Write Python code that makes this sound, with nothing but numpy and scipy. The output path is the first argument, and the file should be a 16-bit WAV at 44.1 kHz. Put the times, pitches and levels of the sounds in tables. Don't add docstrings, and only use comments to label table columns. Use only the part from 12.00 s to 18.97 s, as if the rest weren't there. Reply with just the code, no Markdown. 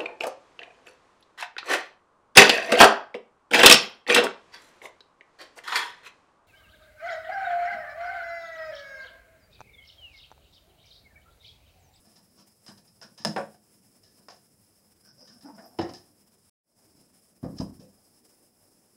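import sys
import numpy as np
from scipy import signal
from scipy.fft import rfft, irfft
from scipy.io import wavfile
from scipy.ndimage import uniform_filter1d

SR = 44100
rng = np.random.default_rng(int(sys.argv[2]) if len(sys.argv) > 2 else 0)


def waveform_to_disk(signal):
    frames = np.transpose(np.atleast_2d(signal))
    scaled = np.clip(frames, -1, 1) * 32767
    samples = np.round(scaled).astype(np.int16)
    wavfile.write(sys.argv[1], SR, samples)


N = 307228

# pitch in Hz, relative level in dB, seconds to fall 60 dB.
TOWER_MODES = [(159.7, -5, .5), (214.6, 2, 0.11), (314.5, -5.5, 0.25), (404, -12.5, 0.043),
               (497, -1.5, 0.02), (624, -5, 0.035), (703, -2, 0.084), (792, -5, 0.048), (937, 0, 0.056),
               (1120, 1.5, 0.019), (1404, -1.5, 0.029), (1576, -3, 0.05), (1810, -13.5, 0.035),
               (2020, -11.5, 0.0076), (2335, -11, 0.053), (2760, -15.5, 0.022), (3100, -15.5, 0.0097)]
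FLOOR_MODES = [(100, -21, 0.25), (134, -14.5, 0.2), (180, -13.5, .08), (267, -0.5, 0.088), (312, 7, 0.13),
               (343, 11.5, 0.15), (363, 3.5, 0.16), (427, -8, 0.043), (484, -0.5, 0.016), (586, -5, 0.018),
               (742, -2, 0.072), (791, -8.5, 0.0403), (930, 2.5, 0.016), (1018, -1, 0.015),
               (1300, -2, 0.026), (1594, -4.5, 0.031), (1800, -1, 0.013), (2220, -1.5, 0.0048),
               (2877, 0, .008), (3650, 0.5, 0.01)]
SHELF_MODES = [(66.6, -17, 0.35), (83.3, -10, 0.67), (133, -14, 0.32), (177, -4.5, 0.096),
               (201, 8.5, 0.068), (267.4, 15.5, 0.055), (306, 5, 0.089), (380, -36, 0.044),
               (450.1, 18.5, 0.0077), (590, -10, 0.023), (630, -10, 0.044), (744, -17, 0.0084),
               (982, -11.5, 0.061), (1160, -22, 0.061), (1690, -5.5, 0.0072)]
CLAW_MODES = [(1250, -6.5, 0.039), (1733, -2, 0.055), (2564, -3, 0.065), (3173, -2.5, 0.061),
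              (4130, -3.5, 0.12), (4910, -3.5, 0.021), (5430, -2, 0.021), (6230, -8.5, 0.046)]
# start in seconds, surface, claw scratch in dB, its thin edge in dB, board knock
# in dB, pitch of the struck spot in Hz, thud of the weight in dB, rise in ms, rattle decay in ms.
PAW_CONTACTS = [(0.046, "tower", -63, -72, -64.5, 725, -58.5, 2.2, 160),
                (0.154, "tower", -56, -76, -64.5, 865, -59.5, 4, 18),
                (0.365, "tower", -57.5, -93, -61.5, 1170, -55.5, 28, 24),
                (0.663, "tower", -47.5, -55, -60.5, 1780, -46.5, 0.14, 14),
                (0.679, "tower", -44.5, -55, -53, 1150, -56, 0.57, 22),
                (0.771, "tower", -56.5, -74, -63, 700, -86, 9.5, 9.4),
                (0.871, "tower", -59.5, -76, -96, 700, -89, 4, 11),
                (1.0136, "tower", -46.5, -62, -54, 1600, -65, 1.197, 2.2),
                (1.022, "tower", -45, -56.5, -49.5, 1500, -52.5, 0.3, 24),
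                (1.1773, "tower", -48.5, -60, -58.5, 1100, -48.5, 0.15, 56),
                (1.2488, "tower", -19.5, -27, -26, 2970, -32.5, 0.83, 0.75),
                (1.254, "tower", -23.5, -36, -25.5, 620, -31.5, 0.22, 1.2),
                (1.26, "tower", -37.5, -49, -49, 950, -43, .5, 3.4),
                (1.268, "tower", -35, -48, -35, 650, -35, 1.6, 9.2),
                (1.3613, "tower", -43, -50, -25.5, 830, -40.5, 0.4, 11),
                (1.376, "tower", -50, -51.5, -28, 570, -41.5, 1.7, 25.3),
                (1.542, "tower", -64, -82, -56.5, 705, -83, 0.97, 14),
                (2.033, "tower", -56.5, -83, -71.5, 700, -66, 0.28, 75),
                (2.169, "tower", -66.5, -80, -68, 503, -56.5, 4.7, 39),
                (2.284, "tower", -46, -59, -43.5, 1120, -87, 0.36, 8.2),
                (2.298, "tower", -49.5, -65, -50, 720, -87, 1.5, 32),
                (2.365, "tower", -72, -81, -71.5, 1550, -69, 1.5, 8.),
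                (3.273, "tower", -54, -74, -78, 1520, -56, 0.2, 36),
                (3.408, "tower", -57.5, -71, -70, 900, -54, 0.18, 12),
                (3.423, "tower", -55.5, -72, -77.5, 900, -65, 0.51, 16),
                (3.579, "tower", -64.5, -78.5, -52.5, 1850, -69.5, 1.2, 20),
                (3.787, "floor", -40.5, -57, -34, 2990, -67, .4, 4.6),
                (3.789, "floor", -45.5, -63, -25.5, 574, -24, 0.81, 13),
                (3.81, "floor", -43.5, -63, -33.5, 780, -32.5, 1.2, 20),
                (3.887, "floor", -48.5, -64, -40.5, 477, -44, 2.2, 13),
                (3.936, "floor", -45, -48.5, -57, 1300, -67, .15, 1.5),
                (3.939, "floor", -43.5, -59, -54.5, 830, -54, 0.6, 28.5),
                (4.95, "shelf", -67.5, -76, -68, 1350, -63.5, 22, 56),
                (5.428, "shelf", -60.5, -72, -47, 1150, -60, 4.8, 3.9),
                (5.436, "shelf", -59.5, -76, -37, 525, -28, 1.33, 29),
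                (5.565, "shelf", -54, -72, -55, 700, -62, 3.5, 11),
                (5.579, "shelf", -43, -62, -65, 3300, -73, 4.1, 15),
                (5.585, "shelf", -40.5, -67, -56, 700, -66, 0.3, 8.5),
                (5.599, "shelf", -41, -58, -33.5, 970, -29, 3, 12.5),
                (5.794, "shelf", -59.5, -85, -54, 500, -49, 3.5, 38)]
SURFACES = {"tower": (-16.5, -10.5, 26.5, 4997.5), "floor": (0, -13.5, 48.5, 6001.5),
            "shelf": (11.5, -26.5, 83, 1700)}
# start in seconds, length in seconds, claws in dB, shaken boards
# in dB, pitch the boards favour in Hz, post creak in dB, creak pitch at full pull in Hz.
ROPE_DRAGS = [(3.025, 0.084, -58.5, -66.5, 1530, -74, 216), (3.166, 0.067, -56, -62.5, 540, -66, 219),
              (3.237, 0.13, -61.5, -73, 1550, -60, 232.6), (3.432, 0.037, -58, -56, 890, -43, 289),
              (3.451, 0.054, -72, -51, 870, -63, 283.4), (3.513, 0.043, -63.5, -61, 794, -49, 254),
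              (3.566, 0.099, -61, -52, 685, -60.5, 239.4), (3.687, 0.14, -67, -61, 750, -66.5, 255)]
# frequency in Hz, seconds to fall 60 dB.
ROOM_DECAY = [(100, 0.44), (300, 0.35), (1000, 0.24), (3000, 0.27), (8000, 0.3)]
# frequency in Hz, relative density in dB.
ROOM_TONE_SPECTRUM = [(25, -13.5), (60, -11.5), (100, 0), (150, -4), (210, 0.5), (260, -6), (330, -6),
                      (650, -11), (1300, -19.5), (3200, -23.5), (6500, -22), (8200, -16), (10100, -15.5),
                      (10800, -12), (11500, -19), (14500, -23.5), (15500, -19)]
# centre in Hz, width in Hz, gain in dB.
PORT_RESONANCES = [(5000, 120, 8.5), (5290, 310, 12), (3810, 1800, -3)]

CREAK_PARTIALS_DB = [10, -12.5, -6.5, -25, -12]
CREAK_RISE, CREAK_WAVER = 0.083, 0.056
DRAG_ATTACK_S, DRAG_RELEASE_DB_PER_S = 0.0387, 501.5
DROPOUT_S, RETURN_S, FADE_IN_S = 4.496, 4.635, .22


def paws():
    out = np.zeros(N + SR)
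    modes = {"tower": TOWER_MODES, "floor": FLOOR_MODES, "shelf": SHELF_MODES}
    for start, surface, scratch_db, edge_db, knock_db, spot_hz, weight_db, rise_ms, decay_ms in PAW_CONTACTS:
        thud_over_db, knock_over_db, settle_ms, top_hz = SURFACES[surface]
        board = modes[surface], top_hz, spot_hz
        lag_ms = min(29 - 1.4 * (knock_db + 40), 24)
        touch = contact(*board, rise_ms, decay_ms, knock_db + thud_over_db, knock_db, scratch_db, edge_db)
        weight = contact(*board, .2 * lag_ms, settle_ms, weight_db, weight_db + knock_over_db)
        for at, sound in ((start, touch), (start + lag_ms / 1000, weight)):
            first = int(at * SR)
            out[first:first + len(sound)] += sound
    return out[:N]


def contact(modes, top_hz, spot_hz, rise_ms, decay_ms, thud_db, knock_db,
            scratch_db=-np.inf, edge_db=-np.inf):
    t = np.arange(SR // 3) / SR
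    rise_s = max(rise_ms, .05) / 1000
    envelope = (1 - np.exp(-t / rise_s)) ** 2 * np.exp(-t * 1000 / max(decay_ms, .5))
    noise, slip_size, grit = rng.standard_normal((3, len(t)))
    rattle = noise * np.abs(slip_size) * envelope
    press_s = min(2 * rise_s, .003)
    press = np.where(t < press_s, np.sin(np.pi * t / press_s), 0) * min(.0025 / rise_s, 1)
    deepest_hz, db, t60 = modes[0]
    sway = (deepest_hz, db + .4 * (thud_db + 30), t60)
    low, high = mode_rings([sway] + modes[1:], split_hz=450, spread_db=1.5)
    thud = band(drive(low, press + .5 * rattle), deepest_hz, 1500)
    knock = band(drive(high, rattle), 380, np.clip(4 / rise_s, 2200, 6000))
    knock = struck_spot(band(knock, 270, top_hz), spot_hz)
    scrape = band(band(rattle * np.abs(grit) ** 1.1, 1300, 6200), 2700, 9000)
    claw_ring, _ = mode_rings(CLAW_MODES, split_hz=SR, spread_db=3)
    scratch = unit(scrape) + undb(-3.5) * unit(drive(claw_ring[:SR // 20], rattle))
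    edge = band(rattle, 6610, 9850)
    parts = ((thud, thud_db), (knock, knock_db), (scratch, scratch_db), (edge, edge_db))
    return sum(undb(db) * part / loudest(mic_port(part[:SR // 10])) for part, db in parts)


def rope_drags():
    t = np.arange(N) / SR
    start, length, claws_db, boards_db, spots_hz, creak_db, creak_hz = np.transpose(ROPE_DRAGS)[:, :, None]
    release = undb(-DRAG_RELEASE_DB_PER_S * np.maximum(t - start - length, 0))
    pulls = np.clip((t - start) / DRAG_ATTACK_S, 0, 1) * release
    claws_gain, creak_gain = ((undb(db) * pulls).sum(axis=0) for db in (claws_db, creak_db))
    catches = rng.random(N) < 2500 / SR
    slips = catches * rng.standard_normal(N) * undb(1.5 * wander(60))
    _, tower_ring = mode_rings(TOWER_MODES[2:], split_hz=0, spread_db=0)
    shaken = band(drive(tower_ring, slips), 240, 1700)
    boards = sum(gain * unit(struck_spot(struck_spot(shaken, hz), hz))
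                 for gain, hz in zip(undb(boards_db) * pulls, spots_hz[:, 0]))
    creak = post_creak(creak_hz[np.argmax(pulls, axis=0), 0], pulls.max(axis=0))
    claws = band(band(slips, 4700, 6000), 4500, 5900) + undb(-18) * band(slips, 2100, 4400)
    return claws_gain * claws / np.std(mic_port(claws)) + boards + creak_gain * creak


def post_creak(full_pull_hz, pull):
    hz = full_pull_hz * (1 + CREAK_RISE * (pull - 1) + CREAK_WAVER * wander(40))
    phase = 2 * np.pi * np.cumsum(hz) / SR
    partials = sum(undb(db) * np.sin(k * phase) for k, db in enumerate(CREAK_PARTIALS_DB, 1))
    return unit(undb(2.5 * wander(90)) * partials)


def ping(start_s=3.657, hz=12100, db=-55, t60_s=.07):
    age = np.maximum(np.arange(N) / SR - start_s, 0)
    hiss = unit(band(rng.standard_normal(N), .98 * hz, 1.1 * hz))
    tail = hiss * (age > 0) * undb(db - 15 - 25 * (age / .09) ** 3)
    return undb(db - 60 * age / t60_s) * np.sin(2 * np.pi * hz * age) + tail


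def mode_rings(modes, split_hz, spread_db):
    t = np.arange(SR // 4) / SR
    hz, db, t60 = np.repeat(np.transpose(modes), 3, axis=1)[:, :, None]
    hz = hz * (1 + 0.053 * np.resize([-1, 0, 1], len(hz))[:, None] * (hz > split_hz))
    chance = rng.standard_normal((len(hz), 2, 1))
    envelopes = undb(db + spread_db * chance[:, 0] - 60 * t / t60)
    rings = envelopes * np.sin(2 * np.pi * hz * (1 + 0.018 * chance[:, 1]) * t)
    is_low = hz[:, 0] < split_hz
    return rings[is_low].sum(axis=0), rings[~is_low].sum(axis=0)


def struck_spot(x, hz):
    return resonance(x, hz, q=5.5, gain_db=7.5)


def room(x, reflections_db=-9):
    t = np.arange(int(.6 * SR)) / SR
    hz, t60 = np.transpose(ROOM_DECAY)
    tail = 0
    for centre_hz in 50 * 2. ** np.arange(9):
        octave = band(rng.standard_normal(len(t)), centre_hz / 2 ** .5, centre_hz * 2 ** .5)
        tail += octave * undb(-60 * t / np.interp(np.log(centre_hz), np.log(hz), t60))
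    tail *= np.clip((t - .003) / 0.0088, 0, 1)
    return x + undb(reflections_db) * drive(tail / np.sqrt(np.sum(tail ** 2)), x)


def room_tone(hush_db=-63.5, whine_hz=12897, whine_db=-85):
    t = np.arange(N) / SR
    bin_hz = np.maximum(np.fft.rfftfreq(N, 1 / SR), 1)
    hz, db = np.transpose(ROOM_TONE_SPECTRUM)
    spectrum = rfft(rng.standard_normal(N)) * undb(np.interp(np.log(bin_hz), np.log(hz), db))
    flutter, hush = wander(45), 0
    for octave in np.log2(18) + np.arange(21) / 2:
        share = np.clip(1 - 2 * np.abs(np.log2(bin_hz) - octave), 0, 1)
        treble = np.clip((octave - np.log2(300)) / 2, 0, 1)
        flicker_db = (2.2 - 1.5 * treble) * wander(12) + 1.7 * treble * flutter
        hush += undb(flicker_db) * irfft(spectrum * share, N)
    hush = unit(hush)
    hush += (t > DROPOUT_S) * (undb(-5) - 1) * band(hush, 45, 255)
    return undb(hush_db) * hush + undb(whine_db) * np.sin(2 * np.pi * whine_hz * t)


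def mic_port(x):
    for hz, width_hz, db in PORT_RESONANCES:
        x = resonance(x, hz, hz / width_hz, db)
    return x


def resonance(x, hz, q, gain_db):
    return x + (undb(gain_db) - 1) * signal.lfilter(*signal.iirpeak(hz, q, SR), x)


def drive(response, force):
    return signal.fftconvolve(response, force)[:len(force)]


def band(x, lo_hz, hi_hz):
    return signal.sosfilt(signal.butter(2, [lo_hz, min(hi_hz, .45 * SR)], "bandpass", fs=SR, output="sos"), x)


def wander(rate_hz):
    hold = int(SR / rate_hz)
    return 1.57 * uniform_filter1d(np.repeat(rng.standard_normal(N // hold + 1), hold), hold)[:N]


def loudest(x):
    return np.sqrt(np.max(uniform_filter1d(x ** 2, size=128)))


def unit(x):
    return x / np.sqrt(np.mean(x ** 2))


def undb(db):
    return 10 ** (np.asarray(db) / 20)


def scene():
    return (room(paws() + rope_drags() + ping()) + room_tone())[None]


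def record(dry, bass_hz=29.8, top_hz=15700):
    t = np.arange(N) / SR
    heard = mic_port(signal.sosfilt(signal.butter(2, bass_hz, "highpass", fs=SR, output="sos"), dry))
    heard *= np.where(t < DROPOUT_S, 1, np.clip((t - RETURN_S) / FADE_IN_S, 0, 1))
    return signal.sosfilt(signal.ellip(10, .2, 70, top_hz, fs=SR, output="sos"), heard)


dry = scene()
out = record(dry)
waveform_to_disk(out)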